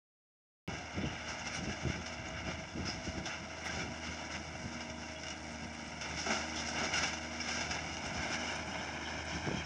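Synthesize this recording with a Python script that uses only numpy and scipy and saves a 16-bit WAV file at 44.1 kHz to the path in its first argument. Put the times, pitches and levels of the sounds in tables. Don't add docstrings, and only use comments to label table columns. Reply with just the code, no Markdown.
import sys
import numpy as np
from scipy import signal
from scipy.fft import rfft, irfft
from scipy.io import wavfile
from scipy.ndimage import map_coordinates

SR = 44100
rng = np.random.default_rng(int(sys.argv[2]) if len(sys.argv) > 2 else 0)


def transcribe(u):
    v = np.clip(np.atleast_2d(u).T, -1, 1)
    q = np.round(v * 32767).astype(np.int16)
    wavfile.write(sys.argv[1], SR, q)


N = 425565
T = np.arange(N) / SR
BIN_HZ = np.maximum(np.fft.rfftfreq(N, 1 / SR), 1)

# (frequency [Hz], gain [dB])
FRAME_SPECTRUM = [(60, -22), (130, -3.5), (260, 0.5), (380, 5), (480, -1), (750, 0), (1500, -3),
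                  (2200, -2.5), (2850, -5.5), (3500, -10.5), (4600, -13.5), (5250, 0), (6000, -3),
                  (7000, -13.5), (8200, -26), (9000, -28), (10500, -45.5), (11600, -67)]
# (time [s], level [dB])
GRIND_LEVEL = [(0.7, -47.5), (0.9, -51.5), (1.45, -45.5), (1.85, -48.5), (2.2, -48), (2.75, -50.5),
               (3.5, -49.5), (4.15, -48.5), (4.45, -50.5), (5.95, -51), (6.15, -48.5), (6.9, -45.5),
               (7.3, -47.5), (7.55, -43), (7.95, -47.5), (8.28, -42.5), (8.65, -46), (9.64, -45)]
# (time [s], bass [dB], treble [dB])
GRIND_COLOUR = [(0.7, 0.5, -7), (1.5, -4, -5.5), (2.3, -2, -7.5), (4.6, -2, -5), (6.1, -3.5, -6.5),
                (7.5, -2.5, -4.5), (8.4, -1, -5.5), (8.8, 0, -8.5), (9.6, -5, -9.5)]
# (time [s], level [dB], half length [s], relative rumble [dB], relative dry scrape [dB])
BLOCK_DRAGS = [(1.05, -47.5, 0.21, -6, -20), (1.317, -50, 0.034, -3, 1), (1.56, -44, 0.05, -8, -3),
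               (1.718, -46, 0.043, -11, -3), (1.91, -45.5, 0.085, -11, -9), (2.375, -47, 0.043, -33, -27),
               (2.503, -43, 0.044, -4.5, -8.5), (2.894, -42.5, 0.034, -31, -5),
               (3.316, -44, 0.051, -11, -16), (3.717, -44, 0.1, -4.5, -3.5), (3.818, -44.5, 0.022, -19, -2),
               (4.076, -46, 0.051, -15, -2), (4.35, -44.5, 0.041, -15, -6.5), (6.072, -47, 0.07, -3, -8),
               (6.211, -45.5, 0.063, -7, 1.5), (6.32, -40, 0.035, -5, -6), (6.6, -44.5, 0.043, -2.5, 3),
               (6.696, -49.5, 0.048, -7, 9), (6.829, -39.5, 0.088, -2.5, -3.5),
               (6.983, -41.5, 0.019, -26, 4), (7.035, -38.5, 0.092, -7, -3), (7.48, -56, 0.24, -4, -3),
               (7.62, -54, 0.031, -17, 9), (7.742, -45, 0.045, -1, -4), (7.943, -52.5, 0.021, -11, 4),
               (8.343, -39, 0.033, -11, -3), (8.507, -45.5, 0.082, -7, -4), (8.747, -45.5, 0.062, -1, -10),
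               (9.338, -46, 0.062, -4, -2.5)]
# (time [s], level [dB], decay t60 [s], relative bass [dB])
BLOCK_KNOCKS = [(0.784, -30, 0.078, -22), (1.472, -25, 0.13, -18), (2.06, -26, 0.24, -22),
                (2.853, -30.5, 1, -27), (3.042, -31, 0.55, -12), (3.257, -25, 0.28, -18),
                (3.793, -30.5, 0.18, -14), (4.806, -30, 0.064, -20), (4.898, -31.5, 0.14, -23),
                (5.234, -27.5, 0.064, -21), (5.267, -27.5, 0.065, -18), (5.283, -29, 0.075, -20),
                (5.303, -25.5, 0.066, -15), (6.012, -25, 0.29, -3.5), (6.261, -25, 0.75, 2),
                (6.305, -24, 0.68, -6), (6.56, -29.5, 0.17, -7), (6.685, -26, 0.12, -6),
                (6.937, -20.5, 0.49, -10), (7.033, -22, 0.069, -3), (7.132, -26.5, 0.18, -5),
                (7.402, -25.5, 0.077, -20), (7.486, -24, 0.56, -14), (7.608, -23, 0.13, -11),
                (7.71, -21, 0.098, -12), (7.969, -27, 0.066, 3), (8.058, -31, 0.16, 5),
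                (8.339, -35, .15, -5), (9.572, -30, 0.084, 0)]
# (frequency [Hz], level [dB])
STEEL_MODES = [(740, 0), (880, -3), (1450, -3.5), (1620, 5), (2280, 4), (2780, 5.5), (3420, -2),
               (5270, 1.5), (5480, -3), (6200, -2.5)]
# (time [s], frequency [Hz], level [dB], decay t60 [s])
STEEL_PINGS = [(1.442, 2120, -39, .17), (3.69, 1580, -39, .15), (3.786, 1450, -39.5, .2),
               (3.802, 2324, -36, .19), (5.16, 3345, -48, .1), (6.94, 2780, -36.5, .25),
               (6.948, 1465, -37.5, .3), (7.03, 2630, -37, .14), (9.567, 3175, -36.5, .17)]
# (time [s], level [dB], decay t60 [s])
LANDINGS = [(6.263, -43, .35), (6.303, -41.5, 0.37), (6.822, -45.5, 0.36)]
# (frequency [Hz], level [dB])
PANEL_MODES = [(222, 2.5), (388, 1), (665, 1.5), (797, -9), (1350, 0)]
# (time [s], frequency [Hz], level [dB], half length [s])
ROLLER_CHIRPS = [(1.071, 2915, -45, 0.021), (1.397, 6400, -43, 0.0084), (1.558, 8900, -55, 0.021),
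                 (2.285, 6550, -42, 0.005), (2.9, 5250, -39, 0.039), (3.266, 3440, -44, 0.013),
                 (3.67, 1960, -42, 0.029), (4.817, 5270, -41, 0.0072), (6.59, 3390, -42.5, 0.029),
                 (7.144, 6030, -38, 0.0086), (7.412, 5380, -36, 0.014), (7.714, 5200, -37.5, 0.012),
                 (9.068, 3200, -46, 0.022), (9.333, 3190, -51, 0.02)]
# (time [s], level [dB])
SHARP_CHINKS = [(6.56, -54), (6.685, -47), (6.939, -48), (6.965, -43), (7.033, -47), (7.075, -48),
                (7.938, -63), (8.059, -46), (8.254, -58), (8.34, -56), (8.515, -51), (8.555, -46),
                (9.25, -50)]
# (time [s], level [dB])
SMALL_CHINK_LEVEL = [(0.7, -82), (6.1, -63), (6.6, -60), (7.3, -70), (8.4, -59), (9.6, -77)]
# (time [s], level [dB], half length [s])
VALVE_SPITS = [(3.661, -61, 0.017)]
# (frequency [Hz], gain [dB])
SPIT_SPECTRUM = [(3000, -30), (7000, 2), (9500, 2), (11000, -10), (15500, -12)]
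# (time [s], firing rate [Hz])
FIRING_RATE = [(0.7, 75.96), (1.1, 77.89), (1.5, 78.62), (2.1, 79.98), (3.3, 80.23), (3.9, 79.89),
               (4.6, 79.05), (5.25, 78.7), (5.6, 77.35), (5.95, 77.3), (6.4, 78.25), (6.9, 78.54),
               (7.4, 79.23), (8.1, 79.61), (9.15, 78.83), (9.6, 79.15)]
# (time [s], gain [dB])
APPROACH = [(0.7, -7), (1.5, -6), (3.1, -6.5), (4.5, -2.5), (5.6, -3), (6.7, -1), (8, -3), (9.6, -1.5)]
# (multiple of the crank rate, level [dB])
EXHAUST_ORDERS = [(3, -51.5), (5, -68), (6, -59), (7, -67), (8, -66), (9, -55.5), (10, -69), (11, -58.5),
                  (12, -63.5), (13, -70), (14, -69.5), (18, -68), (22.5, -65.5), (27, -63), (36, -64),
                  (38, -65)]
# (time [s], gain [dB])
HUM_GAIN = [(0.7, -5), (1.5, 0), (3.9, -2), (4.8, 0.5), (5.8, -0.5), (7.4, 0), (8.3, -0.5), (8.8, 0),
            (9.6, -22)]
# (time [s], level [dB])
WHINE_LEVEL = [(.7, -65), (1.6, -57), (2.3, -57), (3.55, -55), (4.15, -61), (4.6, -59.5), (5.15, -53.5),
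               (5.5, -61), (6.55, -60.5), (7.3, -56.5), (7.85, -62), (8.4, -54.5), (9.6, -61.5)]
# (multiple of the tooth rate, level [dB])
PUMP_TONES = [(1, -59), (3, -64.5)]
# (frequency [Hz], gain [dB])
RUSH_SPECTRUM = [(25, -41), (55, -3.5), (100, -2), (200, -5), (320, 5), (450, -8.5), (700, 0.5),
                 (1000, -10), (2200, -1.5), (3500, -33.5), (5500, -3.5), (9000, -26.5), (10600, -33.5),
                 (11800, -53)]
# (time [s], level [dB], half length [s])
WIND_GUSTS = [(0.7, -46.5, 0.09), (0.982, -42, 0.03), (1.047, -39.5, 0.037), (1.123, -50, 0.036),
              (1.6, -44.5, 0.036), (1.69, -43.5, 0.083), (1.872, -40.5, 0.034), (1.97, -45, 0.041),
              (2.278, -52, 0.097), (2.475, -48.5, 0.038), (2.79, -42, 0.042), (2.86, -45, 0.07),
              (2.97, -47.5, 0.04), (3.083, -44.5, 0.026), (3.18, -44, 0.044), (3.253, -46, 0.026),
              (3.42, -49.5, 0.043), (3.81, -44.5, 0.11), (4.103, -43.5, 0.032), (4.386, -51.5, 0.063),
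              (4.66, -44, 0.021), (4.895, -52, 0.033), (5.65, -48, 0.045), (6.13, -49, 0.047),
              (6.926, -52.5, 0.14), (7.89, -53, 0.06), (8.177, -51, 0.17), (8.686, -52.5, 0.17),
              (9.17, -50, .04), (9.358, -43.5, 0.027), (9.48, -40.5, 0.022), (9.53, -39, 0.062)]
# (frequency [Hz], gain [dB])
BUFFET_SPECTRUM = [(20, -56), (32, -38), (50, -7.5), (80, -0.5), (125, -1.5), (190, 0), (260, -7),
                   (345, -5.5), (430, -12.5), (700, -18.5), (2000, -84), (8000, -110)]
# (time [s], gain [dB])
WIND_BASS = [(0.7, 0), (1.05, 8), (1.35, 8), (1.9, 5), (2.4, 11.5), (3, 7), (3.9, -9), (4.8, -3), (6.2, 1),
             (7.3, -11), (7.9, 8), (8.7, -3), (9.3, 1), (9.6, 12)]
# (time [s], level [dB], frequency [Hz])
EDDIES = [(1.054, -30, 170), (1.676, -28, 151), (1.853, -26, 110), (1.876, -31, 96), (1.902, -23.5, 109),
          (2.489, -28.5, 150), (2.772, -32, 190), (2.82, -37, 150), (2.889, -28, 160), (3.183, -31, 210),
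          (9.473, -25, 200), (9.487, -24, 520), (9.515, -28, 250)]


def conveyor(judder_db=1.22, flutter_db=0.5, fits_db=0.5, jangle_db=-8):
    crunch = grains(rate=1800, spread_db=0) + rng.standard_normal(N)
    frame = colour(crunch * undb(judder_db * walk(45) + flutter_db * walk(220)), FRAME_SPECTRUM)
    low, low_and_mid = below(frame, 1214), below(frame, 3640)
    mid, high = unit(low_and_mid - low), unit(frame - low_and_mid)
    low = low / band_rms(low, 660, 1050)
    load_db = curve(GRIND_LEVEL)[0] + fits_db * walk(13)
    bass_db, treble_db = curve(GRIND_COLOUR)
    times, drag_db, lengths, rumble_db, scrape_db = np.transpose(BLOCK_DRAGS)
    rumble = swells(load_db + bass_db, zip(times, drag_db + rumble_db, lengths))
    grind = swells(load_db, zip(times, drag_db, lengths))
    scrape = swells(load_db + treble_db, zip(times, drag_db + scrape_db, lengths))
    return (rumble * undb(-5 + 0.24 * walk(22)) * low
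            + grind * (undb(-1.26) * mid + undb(jangle_db) * jangle())
            + scrape * undb(1.5 * walk(50)) * high)


def knocks(rattle_db=-13, bass_hz=1000, crack_s=0.0024):
    force, heavy = np.zeros(N), np.zeros(N)
    rattle = grains(rate=12000, spread_db=2)
    age = T[:SR // 2]
    for s, db, t60, bass_db in BLOCK_KNOCKS:
        fade = decay(age, t60) + 0.22 * np.exp(-age / crack_s)
        burst = rattle[int(s * SR):][:len(age)]
        blow = undb(db + rattle_db) * fade[:len(burst)] * burst
        add(force, s, blow)
        add(heavy, s, undb(bass_db) * blow)
    force += below(heavy - force, bass_hz, order=4)
    return colour(force, FRAME_SPECTRUM) / np.std(colour(rattle, FRAME_SPECTRUM))


def clangs(clang_db=-27, t60=0.13, scatter_db=4, detune=0.034):
    out, age = np.zeros(N), T[:SR // 3]
    hz, mode_db = np.transpose(STEEL_MODES)[:, :, None]
    for s, db, _, _ in BLOCK_KNOCKS:
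        balance, shift = rng.standard_normal((2, len(STEEL_MODES), 1))
        gains = undb(mode_db + scatter_db * np.tanh(balance))
        modes = gains * np.sin(2 * np.pi * hz * (1 + detune * shift) * age)
        add(out, s, undb(db + clang_db) * modes.sum(axis=0) * decay(age, t60))
    return out


def jangle(t60=0.13, detune=0.044, range_db=3, count=1800):
    out = np.zeros(N)
    for when, which, shift, size in rng.random((count, 4)):
        hz, mode_db = STEEL_MODES[int(which * len(STEEL_MODES))]
        tap = ring(hz * (1 + detune * (2 * shift - 1)), t60, attack_s=0.0003)
        add(out, when * T[-1], undb(mode_db + range_db * size) * tap)
    return unit(out)


def pings(attack_s=0.002, buzz=0.44, buzz_hz=220):
    out = np.zeros(N)
    for s, hz, db, t60 in STEEL_PINGS:
        add(out, s, undb(db) * ring(hz, t60, attack_s))
    return out * (1 + buzz * walk(buzz_hz))


def booms(attack_s=0.0017, detune=0.02):
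    out = np.zeros(N)
    for s, db, t60 in LANDINGS:
        for hz, mode_db in PANEL_MODES:
            panel = ring(hz * (1 + detune * rng.standard_normal()), t60, attack_s)
            add(out, s, undb(db + mode_db) * panel)
    return out


def chirps(width_hz=240):
    unsteady = unit(below(rng.standard_normal(N), width_hz, order=2))
    return unsteady * sum(undb(db) * bell(s, length, reach=2) * np.sin(2 * np.pi * hz * T)
                          for s, hz, db, length in ROLLER_CHIRPS)


def chinks(lo_hz=6700, hi_hz=9700, t60=0.065, spread_db=2.8, tilt_db_per_khz=-3, count=480):
    out, age = np.zeros(N), T[:SR // 8]
    fade = (1 - np.exp(-age / 0.0012)) * decay(age, t60)
    times = rng.uniform(0, T[-1], count)
    size = np.minimum(rng.exponential(size=count), 3)
    small_db = np.interp(times, *np.transpose(SMALL_CHINK_LEVEL)) + spread_db * size
    for s, db in [*zip(times, small_db), *SHARP_CHINKS]:
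        hz = rng.uniform(lo_hz, hi_hz, size=(5, 1))
        gains = undb(tilt_db_per_khz * (hz - lo_hz) / 1000) / 2
        modes = gains * np.sin(2 * np.pi * hz * age)
        add(out, s, undb(db) * modes.sum(axis=0) * fade)
    return out


def spits():
    spray = unit(colour(grains(rate=3000, spread_db=-4), SPIT_SPECTRUM))
    return spray * sum(undb(db) * bell(s, length) for s, db, length in VALVE_SPITS)


def diesel(firings, near_db, waver_db=1, jitter_rad=0.018, second_hum_db=-53, beat_s=0.868, null_s=5.27):
    crank = 2 * np.pi * firings / 3 + jitter_rad * walk(9)
    hum_db, = curve(HUM_GAIN)
    exhaust = 0
    for multiple, db in EXHAUST_ORDERS:
        level_db = db + hum_db if multiple == 9 else db
        exhaust += undb(level_db + waver_db * walk(4)) * np.sin(multiple * crank)
    slip = 2 * np.pi * (T - null_s) / beat_s
    second_hum = -undb(second_hum_db + hum_db) * np.sin(9 * crank + slip)
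    return np.sqrt(2) * (exhaust + second_hum) * undb(near_db)


def pump(firings, near_db, teeth_per_firing=4.035, waver_db=2.2, jitter_rad=0.096):
    tooth = 2 * np.pi * teeth_per_firing * firings + jitter_rad * walk(10)
    out = undb(curve(WHINE_LEVEL)[0] + waver_db * walk(14)) * np.sin(2 * tooth)
    for multiple, db in PUMP_TONES:
        out += undb(db + near_db + waver_db * walk(4.2)) * np.sin(multiple * tooth)
    return np.sqrt(2) * out


def engine_bay(firings, near_db, level_db=-51.5, throb=0.45, waver_db=1):
    noise = rng.standard_normal(N) * (1 + throb * np.cos(2 * np.pi * firings))
    return unit(colour(noise, RUSH_SPECTRUM)) * undb(level_db + near_db + waver_db * walk(10))


def reflection(x, share=0.56, dull_hz=5200, turn_rad=0.41):
    lag_ms = np.interp(T, [0, 6, 7.8, 9.65], [1.422, 1.422, 1.408, 1.3])
    echo = np.real(signal.hilbert(below(x, dull_hz, order=4)) * np.exp(1j * turn_rad))
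    late = np.interp(T - lag_ms / 1000, T, echo)
    return (x + share * late) / np.sqrt(1 + share ** 2)


def wind(breeze_db=-60, swing_db=3.5, eddy_db=2, strong_db=-41):
    strength = swells(breeze_db + swing_db * walk(9), WIND_GUSTS)
    buffet = colour(rng.standard_normal(N) * undb(eddy_db * walk(90)), BUFFET_SPECTRUM)
    buffet /= band_rms(buffet, 95, 215)
    bass_gain = undb(curve(WIND_BASS)[0])
    deep = below(buffet, 380, order=4) + (bass_gain - 1) * below(buffet, 115, order=4)
    small_eddies = (strength / undb(strong_db)) ** 0.77
    return strength * (deep + (buffet - deep) * small_eddies)


def thumps(port_hz=60, blunt=0.33):
    out = np.zeros(N)
    for s, db, hz in EDDIES:
        near = np.abs(T - s) < 2 / hz
        spread = np.hypot(2 * np.pi * hz * (T[near] - s), blunt)
        push = (1 - spread) * np.exp(-spread)
        out[near] += undb(db) * push / push.max()
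    return out - below(out, port_hz)


def undb(db):
    return 10 ** (np.asarray(db) / 20)


def unit(x):
    return x / np.std(x)


def curve(table):
    times, *columns = np.transpose(table)
    return [np.interp(T, times, column) for column in columns]


def colour(x, points):
    hz, db = np.transpose(points)
    gain = undb(np.interp(np.log(BIN_HZ), np.log(hz), db))
    cepstrum = irfft(np.log(gain), N)
    cepstrum[1:N // 2] *= 2
    cepstrum[N // 2:] = 0
    return irfft(rfft(x) * np.exp(rfft(cepstrum)), N)


def below(x, hz, order=8):
    return irfft(rfft(x) / (1 + (BIN_HZ / hz) ** order), N)


def band_rms(x, lo_hz, hi_hz):
    return np.std(irfft(rfft(x) * ((BIN_HZ > lo_hz) & (BIN_HZ < hi_hz)), N))


def walk(rate):
    return unit(map_coordinates(rng.standard_normal(4096), [T * rate], order=3, mode="wrap"))


def grains(rate, spread_db):
    hits = rng.random(N) < rate / SR
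    size = np.minimum(rng.exponential(size=N), 5)
    return unit(hits * undb(spread_db * size) * rng.choice([-1, 1], N))


def bell(s, length, reach=np.inf):
    offset = (T - s) / length
    return np.exp(-offset ** 2) * (np.abs(offset) < reach)


def swells(steady_db, events):
    power = sum((undb(db) * bell(s, length, reach=3)) ** 2 for s, db, length in events)
    return np.sqrt(undb(steady_db) ** 2 + power)


def decay(age, t60):
    return np.exp(-np.log(1000) * age / t60)


def ring(hz, t60, attack_s):
    age = T[:SR // 2]
    return np.sin(2 * np.pi * hz * age) * (1 - np.exp(-age / attack_s)) * decay(age, t60)


def add(out, s, sound):
    part = out[int(s * SR):][:len(sound)]
    part += sound[:len(part)]


def scene(treble_cut_hz=10900):
    firings = np.cumsum(curve(FIRING_RATE)[0]) / SR
    near_db, = curve(APPROACH)
    clatter = reflection(conveyor() + knocks() + clangs() + chirps() + engine_bay(firings, near_db))
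    machine = clatter + chinks() + pings() + booms() + diesel(firings, near_db) + pump(firings, near_db)
    mono = below(machine, treble_cut_hz, order=40) + spits() + wind() + thumps()
    return np.array([mono, mono])


def record(dry, start_s=0.677, top_hz=15800):
    lowpass = signal.ellip(8, 0.2, 70, top_hz, fs=SR, output="sos")
    return signal.sosfilt(lowpass, dry * (T >= start_s))


dry = scene()
out = record(dry)
transcribe(out)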